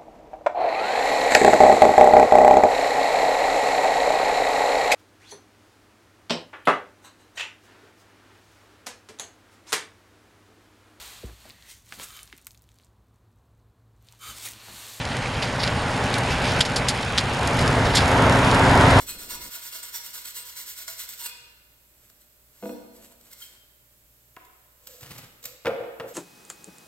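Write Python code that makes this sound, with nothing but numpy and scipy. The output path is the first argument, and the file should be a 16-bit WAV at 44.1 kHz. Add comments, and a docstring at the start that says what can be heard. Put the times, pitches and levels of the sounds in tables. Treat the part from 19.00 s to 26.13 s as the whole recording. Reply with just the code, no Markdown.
"""Wire-brushing an aluminium plate

A wire brush scrubs a hand-held plate about nine strokes a second and flicks off its edge: the wires
hiss and make the metal ring. The plate bumps and wipes across a jacket sleeve, a chair clacks, and the
brush is put down on a steel bench, which booms. A large workshop echoes over a faint hum and hiss."""
import sys
import numpy as np
from scipy import signal
from scipy.fft import rfft, irfft, next_fast_len
from scipy.io import wavfile
from scipy.ndimage import uniform_filter1d

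SR = 44100
rng = np.random.default_rng(int(sys.argv[2]) if len(sys.argv) > 2 else 0)


def unload_audio(sound):
    """Save the sound as a 16-bit wav file, at the path given as the first command line argument."""
    columns = np.transpose(np.atleast_2d(sound))
    # keep every value between -1 and 1, then stretch to whole-number steps
    steps = np.round(np.clip(columns, -1, 1) * 32767)
    wavfile.write(sys.argv[1], SR, steps.astype(np.int16))


N = 314600
T = np.arange(N) / SR

# the tones the aluminium plate rings at: pitch_hz, level_db, ring_s (time to fade by 60 dB)
PLATE_TONES = [(205.3, -3, 0.2), (242, -6, 0.59), (298, -10.5, 0.24), (363.4, -10.5, 0.17),
               (471.6, -5, 0.15), (508, -7, 0.077), (565, -15.5, 0.68), (661.5, -2, 0.12),
               (944, -1.5, 0.065), (973, -3, 0.084), (1218, -13.5, 0.19), (1427, -10, 0.13),
               (1492, -0.5, 0.023), (1726, -7.5, 0.079), (2154, 0.5, 0.022), (2510, -1, 0.089),
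               (2747, 1.5, 0.022), (3150, -3.5, 0.092), (3420, -2, 0.083), (4010, 1.5, 0.023),
               (4300, 0, 0.019), (4850, -3, 0.04), (5445, -0.5, 0.026), (5680, 3.5, 0.044),
               (7138, 3.5, 0.05), (7880, 6, 0.05), (8074, 9.5, 0.048), (8600, -4, 0.016), (12270, 3, 0.037)]
# the tones of the steel bench and the metal parts on it: pitch_hz, level_db, ring_s
BENCH_TONES = [(122, -13.5, 0.4), (450.5, -6, 0.35), (488.6, -0.5, 0.15), (527, -3.5, 0.13),
               (582, -6.5, 0.21), (647, -18, 0.19), (692, -13.5, 0.67), (1245, -20, 0.3), (1392, -16, 0.17),
               (1660, -39, 0.099), (1820, -19.5, 0.033), (2320, -37, .03), (3380, -33, .11)]
# the tone colour of a hard hit: pitch_hz, level_db
CRACK_COLOUR = [(40, -1), (130, -0.5), (600, 0.5), (1400, -2.5), (2800, -6.5), (4000, -19), (6000, -25.5),
                (10000, -34.5), (15000, -31)]


def undb(db):
    """Turn decibels into a number to multiply by."""
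    return 10 ** (np.asarray(db) / 20)


def unit(x):
    """Scale a sound to an average (rms) level of 1."""
    return x / np.sqrt(np.mean(x ** 2))


def colour(x, curve):
    """Turn lows and highs up or down along a curve of pitch_hz, level_db."""
    size = next_fast_len(len(x), real=True)
    hz, db = np.transpose(curve)
    gains = undb(np.interp(np.log(np.fft.rfftfreq(size, 1 / SR) + 1), np.log(hz), db))
    return irfft(rfft(x, size) * gains, size)[:len(x)]


def cut_bass(x, hz):
    """Weaken everything below a pitch."""
    return signal.sosfilt(signal.butter(2, hz, "high", fs=SR, output="sos"), x)


def convolve(x, response):
    """Let x set an object or a room ringing."""
    return signal.oaconvolve(x, response)[:N]


def ring(tones):
    """An object's answer to one tap: fading tones with a total energy of 1."""
    t = T[:SR * 3 // 4]
    y = sum((-1) ** k * undb(db) / np.sqrt(ring_s)
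            * np.sin(2 * np.pi * hz * t) * np.exp(-np.log(1000) * t / ring_s)
            for k, (hz, db, ring_s) in enumerate(tones))
    return y / np.sqrt(np.sum(y ** 2))


def burst(curve, fade_s):
    """The short noise of a hit, with an energy of 1."""
    t = T[:SR // 8]
    y = colour(rng.standard_normal(len(t)), curve) * np.exp(-t / fade_s)
    return y / np.sqrt(np.sum(y ** 2))


def grains(per_s, spread_db):
    """The crackle of rubbing: many tiny slips of uneven size."""
    sizes = undb(spread_db * np.minimum(rng.exponential(size=N), 5))
    return unit(rng.standard_normal(N) * sizes * (rng.random(N) < per_s / SR))


def wander(per_s):
    """A smooth random drift of about 1 either way."""
    size = int(SR / per_s)
    held = np.repeat(rng.standard_normal(N // size + 2), size)
    return 1.3 * uniform_filter1d(uniform_filter1d(held, size), size)[:N]


def swell(at, rise_s, fade_s):
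    """A loudness curve that grows to 1 at a moment and dies away."""
    return np.exp(np.maximum(np.minimum((T - at) / rise_s, (at - T) / fade_s), -40))


def rubs(rows, rise_share):
    """The loudness of rubs that grow for a share of their length and fade for the rest."""
    return sum(undb(db) * swell(at, rise_share * length, (1 - rise_share) * length)
               for at, db, length in rows)


def contacts(rows, rise_s, fade_s):
    """The loudness of touches that differ only in strength."""
    return sum(undb(db) * swell(at, rise_s, fade_s) for at, db in rows)


def add(track, at, sound):
    """Mix a short sound in at a time."""
    start = int(at * SR)
    track[start:start + len(sound)] += sound[:N - start]


def place(x, lead, samples=2):
    """Sound from the left reaches the left microphone a little earlier."""
    side = lead * (np.roll(x, -samples) - np.roll(x, samples))
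    return np.array([x + side, x - side])


def background(air_db=-57.5, rumble_db=-50.5, rumble_end_s=0.498):
    """Steady air hiss and mains hum, with a low rumble at first that stops short."""
    # the tone colours of the hiss and the rumble: pitch_hz, level_db
    air_colour = [(20, -11), (60, -7.5), (90, -12), (120, -8.5), (160, -13), (600, -17.5), (800, -21.5),
                  (4500, -25), (6300, -25), (7800, -18.5), (9700, -25), (12000, -15), (15800, -20)]
    rumble_colour = [(20, -0.5), (60, 0), (110, -10.5), (250, -8.5), (500, -11.5), (1000, -21), (3000, -51)]
    # the mains hum: pitch_hz, level_db
    hum_tones = [(59.6, -70), (119, -76), (597.5, -79.5)]
    air = np.array([unit(colour(rng.standard_normal(N), air_colour)) for _ in range(2)])
    hum = sum(undb(db) * np.sqrt(2) * np.sin(2 * np.pi * (hz * T + rng.random()))
              for hz, db in hum_tones)
    rumble = unit(colour(rng.standard_normal(N), rumble_colour))
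    rumble *= np.clip((rumble_end_s - T) / 0.0058, 0, 1)
    return undb(air_db) * air + hum + undb(rumble_db) * rumble


def workshop_echo(x, build_s=0.01):
    """The walls give each side its own echo, which builds quickly and lasts longest at middle pitches."""
    # the echo, band by band: pitch_hz, ring_s, level_db
    bands = [(99, 0.33, -8.5), (370, 1.08, 1.5), (1200, 1.42, 0), (3480, 1.14, 0.5), (7250, 0.67, -3),
             (13800, 0.32, -7)]
    t = T[:SR * 3 // 2]
    log_hz = np.log(np.fft.rfftfreq(len(t), 1 / SR) + 1)
    centres = np.log([row[0] for row in bands])
    out = []
    for _ in range(2):
        noise, tail = rfft(rng.standard_normal(len(t))), 0
        for band, (_, ring_s, db) in zip(np.eye(len(bands)), bands):
            band_noise = irfft(noise * np.interp(log_hz, centres, band), len(t))
            fade = np.exp(-np.log(1000) * t / ring_s) * (1 - np.exp(-(t / build_s) ** 2))
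            tail += undb(db) * band_noise * fade / np.sqrt(np.sum(fade ** 2))
        out.append(convolve(x, tail))
    return np.array(out)


def chair_clack():
    """A chair tips forward: a quick double clack with a short hollow ring."""
    # the two hits: start_s, level_db
    clacks = [(5.366, -20), (5.37, -20)]
    # the chair's ring: pitch_hz, level_db, ring_s
    chair_tones = [(397, -13, 0.036), (664, -3, 0.081), (747, -5.5, 0.078), (984, -2, 0.07),
                   (1078, 4, 0.056), (1320, -1.5, 0.013), (1460, -5, 0.047), (1630, 0, 0.035),
                   (2740, -15, 0.041)]
    out = np.zeros(N)
    for at, db in clacks:
        add(out, at, undb(db) * ring(chair_tones))
        add(out, at, undb(db - 3.5) * burst(CRACK_COLOUR, fade_s=0.0015))
    return out


def sleeves():
    """Cloth crackles softly as it slides and shoves the cardboard on the bench."""
    # sleeves sliding: peak_s, level_db, length_s
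    slides = [(3.04, -61.5, 0.17), (3.57, -61, 0.1), (3.965, -55, 0.039), (4.045, -51, .06),
              (4.122, -57, 0.021), (4.27, -56.5, 0.093), (4.53, -59.5, 0.11), (6.16, -54.5, 0.21)]
    # shoves of the cardboard: peak_s, level_db
    shoves = [(6.032, -44.5), (6.065, -51.5), (6.113, -41.5), (6.152, -51), (6.188, -43.5), (6.24, -50)]
    # the tone colours of the two materials: pitch_hz, level_db
    cloth_colour = [(200, 13), (1400, 9), (3000, 7.5), (6000, 4), (8000, 15), (9700, 2), (12500, 16),
                    (16000, -38)]
    cardboard_colour = [(40, -29), (90, -5), (125, 4.5), (200, -5), (450, -15), (1200, -13.5), (3000, -17),
                        (7000, -23.5)]
    cloth = unit(colour(grains(per_s=12000, spread_db=1.2), cloth_colour))
    cardboard = unit(colour(grains(per_s=4000, spread_db=1.2), cardboard_colour))
    sliding = cloth * rubs(slides, rise_share=0.46)
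    return sliding + cardboard * contacts(shoves, rise_s=0.011, fade_s=0.022)


def bristle_touches():
    """Wire tips spring off metal or drag over it, and make the bench ring softly."""
    # tips springing as the brush touches things: peak_s, level_db
    touches = [(5.45, -54), (5.872, -40), (6.01, -47), (6.182, -40), (6.429, -45), (6.441, -40),
               (6.455, -29)]
    # tips dragging over the bench: peak_s, level_db, length_s
    drags = [(5.91, -51, 0.22), (6.48, -46.5, 0.057), (7.09, -49, 0.054)]
    # the tone colour of the tips: pitch_hz, level_db
    tip_colour = [(200, -4.5), (1000, -4.5), (3500, -1), (6000, -2), (7700, 6.5), (9700, -11), (12000, 4),
                  (14500, 4.5), (16000, -4)]
    touching = contacts(touches, rise_s=0.0013, fade_s=0.0064)
    dragging = rubs(drags, rise_share=0.23)
    slips = grains(per_s=25000, spread_db=1.2)
    force = slips * (undb(-15.5) * touching + undb(-4.5) * dragging)
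    return (touching + dragging) * unit(colour(slips, tip_colour)) + convolve(force, ring(BENCH_TONES))


def bench_knocks():
    """The wooden handle lands and bounces: a dry crack, a boom of steel and loose parts rattling."""
    # the handle's hits: start_s, weight_db, hardness_db
    knocks = [(6.649, -7.5, -10.5), (6.657, -19, 0.5), (6.668, 4, 2), (6.681, 4.5, -6), (6.801, -5.5, -31),
              (6.838, -10.5, -26), (6.999, -16.5, -7), (7.004, -5, -9.5), (7.037, -10, -31)]
    # the tone colour of the loose parts: pitch_hz, level_db
    rattle_colour = [(200, -17), (400, -13), (510, 0), (680, -12.5), (1000, -19), (2800, -36.5),
                     (6000, -53)]
    force, noise = np.zeros(N), np.zeros(N)
    for at, weight_db, hardness_db in knocks:
        add(force, at, undb([weight_db + 1]))
        add(noise, at, undb(hardness_db - 2) * burst(CRACK_COLOUR, fade_s=0.007))
        add(noise, at, undb(weight_db - 2) * burst(rattle_colour, fade_s=0.051))
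    boom = convolve(force, ring(BENCH_TONES))
    return cut_bass(boom + noise, hz=130)  # an open bench top gives off little deep bass


def plate_bumps(boost_db=9):
    """The plate bumps the forearm. Padded blows push softly, so only its low tones answer."""
    # the bumps: start_s, strength_db
    bumps = [(3.626, -4), (3.636, -2.5), (3.656, -1), (3.693, -2)]
    # the tone colour of a padded blow: pitch_hz, level_db
    padding = [(60, -23), (200, -1), (500, 3), (680, -3.5), (950, -12), (1300, -13.5), (1700, -22.5),
               (3000, -29.5), (8000, -56)]
    force = np.zeros(N)
    for at, db in bumps:
        add(force, at, undb([db + boost_db]))
    return convolve(colour(force, padding), ring(PLATE_TONES))


def edge_singing(flutter_db=3):
    """A freed edge lets single tones sing on, fluttering as the plate moves in the hand."""
    # tones left as the brush or sleeve lets go: peak_s, pitch_hz, level_db, rise_s, fade_s
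    notes = [(2.283, 2480, -49, .005, .11), (2.283, 3440, -52, .005, .08), (2.283, 4770, -57, .005, .1),
             (3.72, 4300, -68, .05, .2), (4.325, 2120, -54, .005, .025), (4.415, 1400, -54, .005, .02),
             (4.425, 3150, -39, .004, .018), (4.425, 4280, -51, .004, .025)]
    tones = sum(undb(db) * swell(at, rise_s, fade_s) * np.sin(2 * np.pi * hz * T)
                for at, hz, db, rise_s, fade_s in notes)
    return tones * undb(flutter_db * wander(per_s=80))


def arm_strokes(settle_s=0.5012, end_s=2.3, early_cycle_s=0.222, cycle_s=0.2088, push_share=0.52):
    """The arm pushes and pulls; faster is louder. Gives the strength of the hiss and of the ringing."""
    early = T < settle_s  # the first cycles are slower and heavier
    phase = (T - settle_s) / np.where(early, early_cycle_s, cycle_s) % 1
    pushing = phase < push_share
    progress = np.interp(phase, [0, push_share, 1], [0, 1, 2]) % 1
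    speed = np.sin(np.pi * np.interp(progress, [0, 0.33, 1], [0, 0.5, 1]))  # fastest a third of the way
    pull_db = np.where(early, -37.5, -40)
    pressure = undb(np.where(pushing, -36, pull_db))
    hiss = pressure * speed ** 1.22 + undb(-52)  # at each turn the bent wires still scratch faintly
    hiss *= undb(2 * wander(per_s=69.82)) * (T < end_s)  # tufts hold and let go together
    ring_db = np.where(pushing, -4, -8) - 4.5 * T  # weaker on the pull, and dying down over time
    return hiss, hiss * undb(ring_db)


def brush_on_plate(ring_db=-3, drift_db=5.5, groups=5):
    """Wires, and later the jacket, slip over the plate: the slips hiss and make it ring. In stereo."""
    # wires snagging as a pull begins: peak_s, level_db, length_s
    snags = [(.83, -37, 0.0097), (1.255, -38, 0.0037), (1.88, -36, 0.0098), (2.09, -36, 0.0089)]
    # the plate's edge scraping the jacket: peak_s, level_db, length_s
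    scrapes = [(3.1, -50.5, .008), (3.215, -53.5, 0.024), (3.675, -48.5, 0.13), (4.212, -46.5, 0.0037),
               (4.316, -47, 0.014), (4.332, -41.5, 0.013), (4.424, -41.5, 0.082)]
    # the tone colour of the wires: pitch_hz, level_db
    wire_colour = [(200, -22), (500, -17.5), (1000, -21.5), (1500, -7), (4300, -5.5), (6300, -5), (8000, 3),
                   (9700, -10.5), (10900, -6), (11700, 1), (13400, -1), (14500, 0.5), (16000, -6.5)]
    scrubbing, scrub_drive = arm_strokes()
    snagging = rubs(snags, rise_share=0.15)
    scraping = rubs(scrapes, rise_share=0.43)
    flick = undb(-30) * swell(at=2.262, rise_s=0.011, fade_s=0.012)  # the last push leaves the edge
    hiss_level = undb(-3) * (scrubbing + snagging + flick + scraping)
    drive = scrub_drive + undb(-1) * snagging + undb(-4) * flick + undb(-10.5) * scraping
    slips = grains(per_s=24000, spread_db=1.3)
    force = cut_bass(slips * drive, hz=800)  # light wires hardly stir the plate's low tones
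    out = place(hiss_level * unit(colour(slips, wire_colour)), lead=0.57)
    # the contact crosses still and lively spots, so groups of tones swell and fade
    energy = sum(undb(db) ** 2 for _, db, _ in PLATE_TONES)
    for k in range(groups):
        tones = PLATE_TONES[k::groups]
        share = np.sqrt(sum(undb(db) ** 2 for _, db, _ in tones) / energy)
        drift = undb(ring_db + drift_db * wander(per_s=21.88))
        ringing = convolve(force * drift, share * ring(tones))
        out += place(ringing, lead=0.43, samples=2 * k + 1)  # each group spreads its own way
    return out


def scene():
    """Hands and plate to the left, the bench nearer the middle, all in one room."""
    scrub, bumps, singing = brush_on_plate(), plate_bumps(), edge_singing()
    handling = sleeves() + bristle_touches()
    knocks, clack = bench_knocks(), chair_clack()
    # how much of each source reaches the walls: sound, level_db
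    to_walls = [(scrub.mean(axis=0), -1), (bumps, -2), (singing, -7),
                (handling, -3), (knocks, -5), (clack, 0)]
    echo = workshop_echo(sum(undb(db) * sound for sound, db in to_walls))
    direct = scrub + place(bumps + handling + singing, lead=0.56) + place(knocks + clack, lead=0.42)
    return direct + echo + background()


def record(dry, right_lift_db=5, top_hz=15800):
    """The microphone pair is widest at middle pitches, and its right side is brighter at the very top."""
    # stereo width, as the gain on what differs between left and right: pitch_hz, level_db
    width = [(60, -9), (250, -6.5), (600, -2.5), (1300, 0.5), (3000, 1), (6500, 1), (7600, -12),
             (10000, -28), (12000, -1), (16000, -8)]
    mid = (dry[0] + dry[1]) / 2
    side = colour((dry[0] - dry[1]) / 2, width)
    left = colour(mid + side, [(10900, 0.0056), (11700, -right_lift_db / 2)])
    right = colour(mid - side, [(10900, 0), (11700, right_lift_db / 2)])
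    treble_cut = signal.ellip(10, 0.2, 75, top_hz, fs=SR, output="sos")
    return signal.sosfilt(treble_cut, np.array([left, right]))


dry = scene()
out = record(dry)
unload_audio(out)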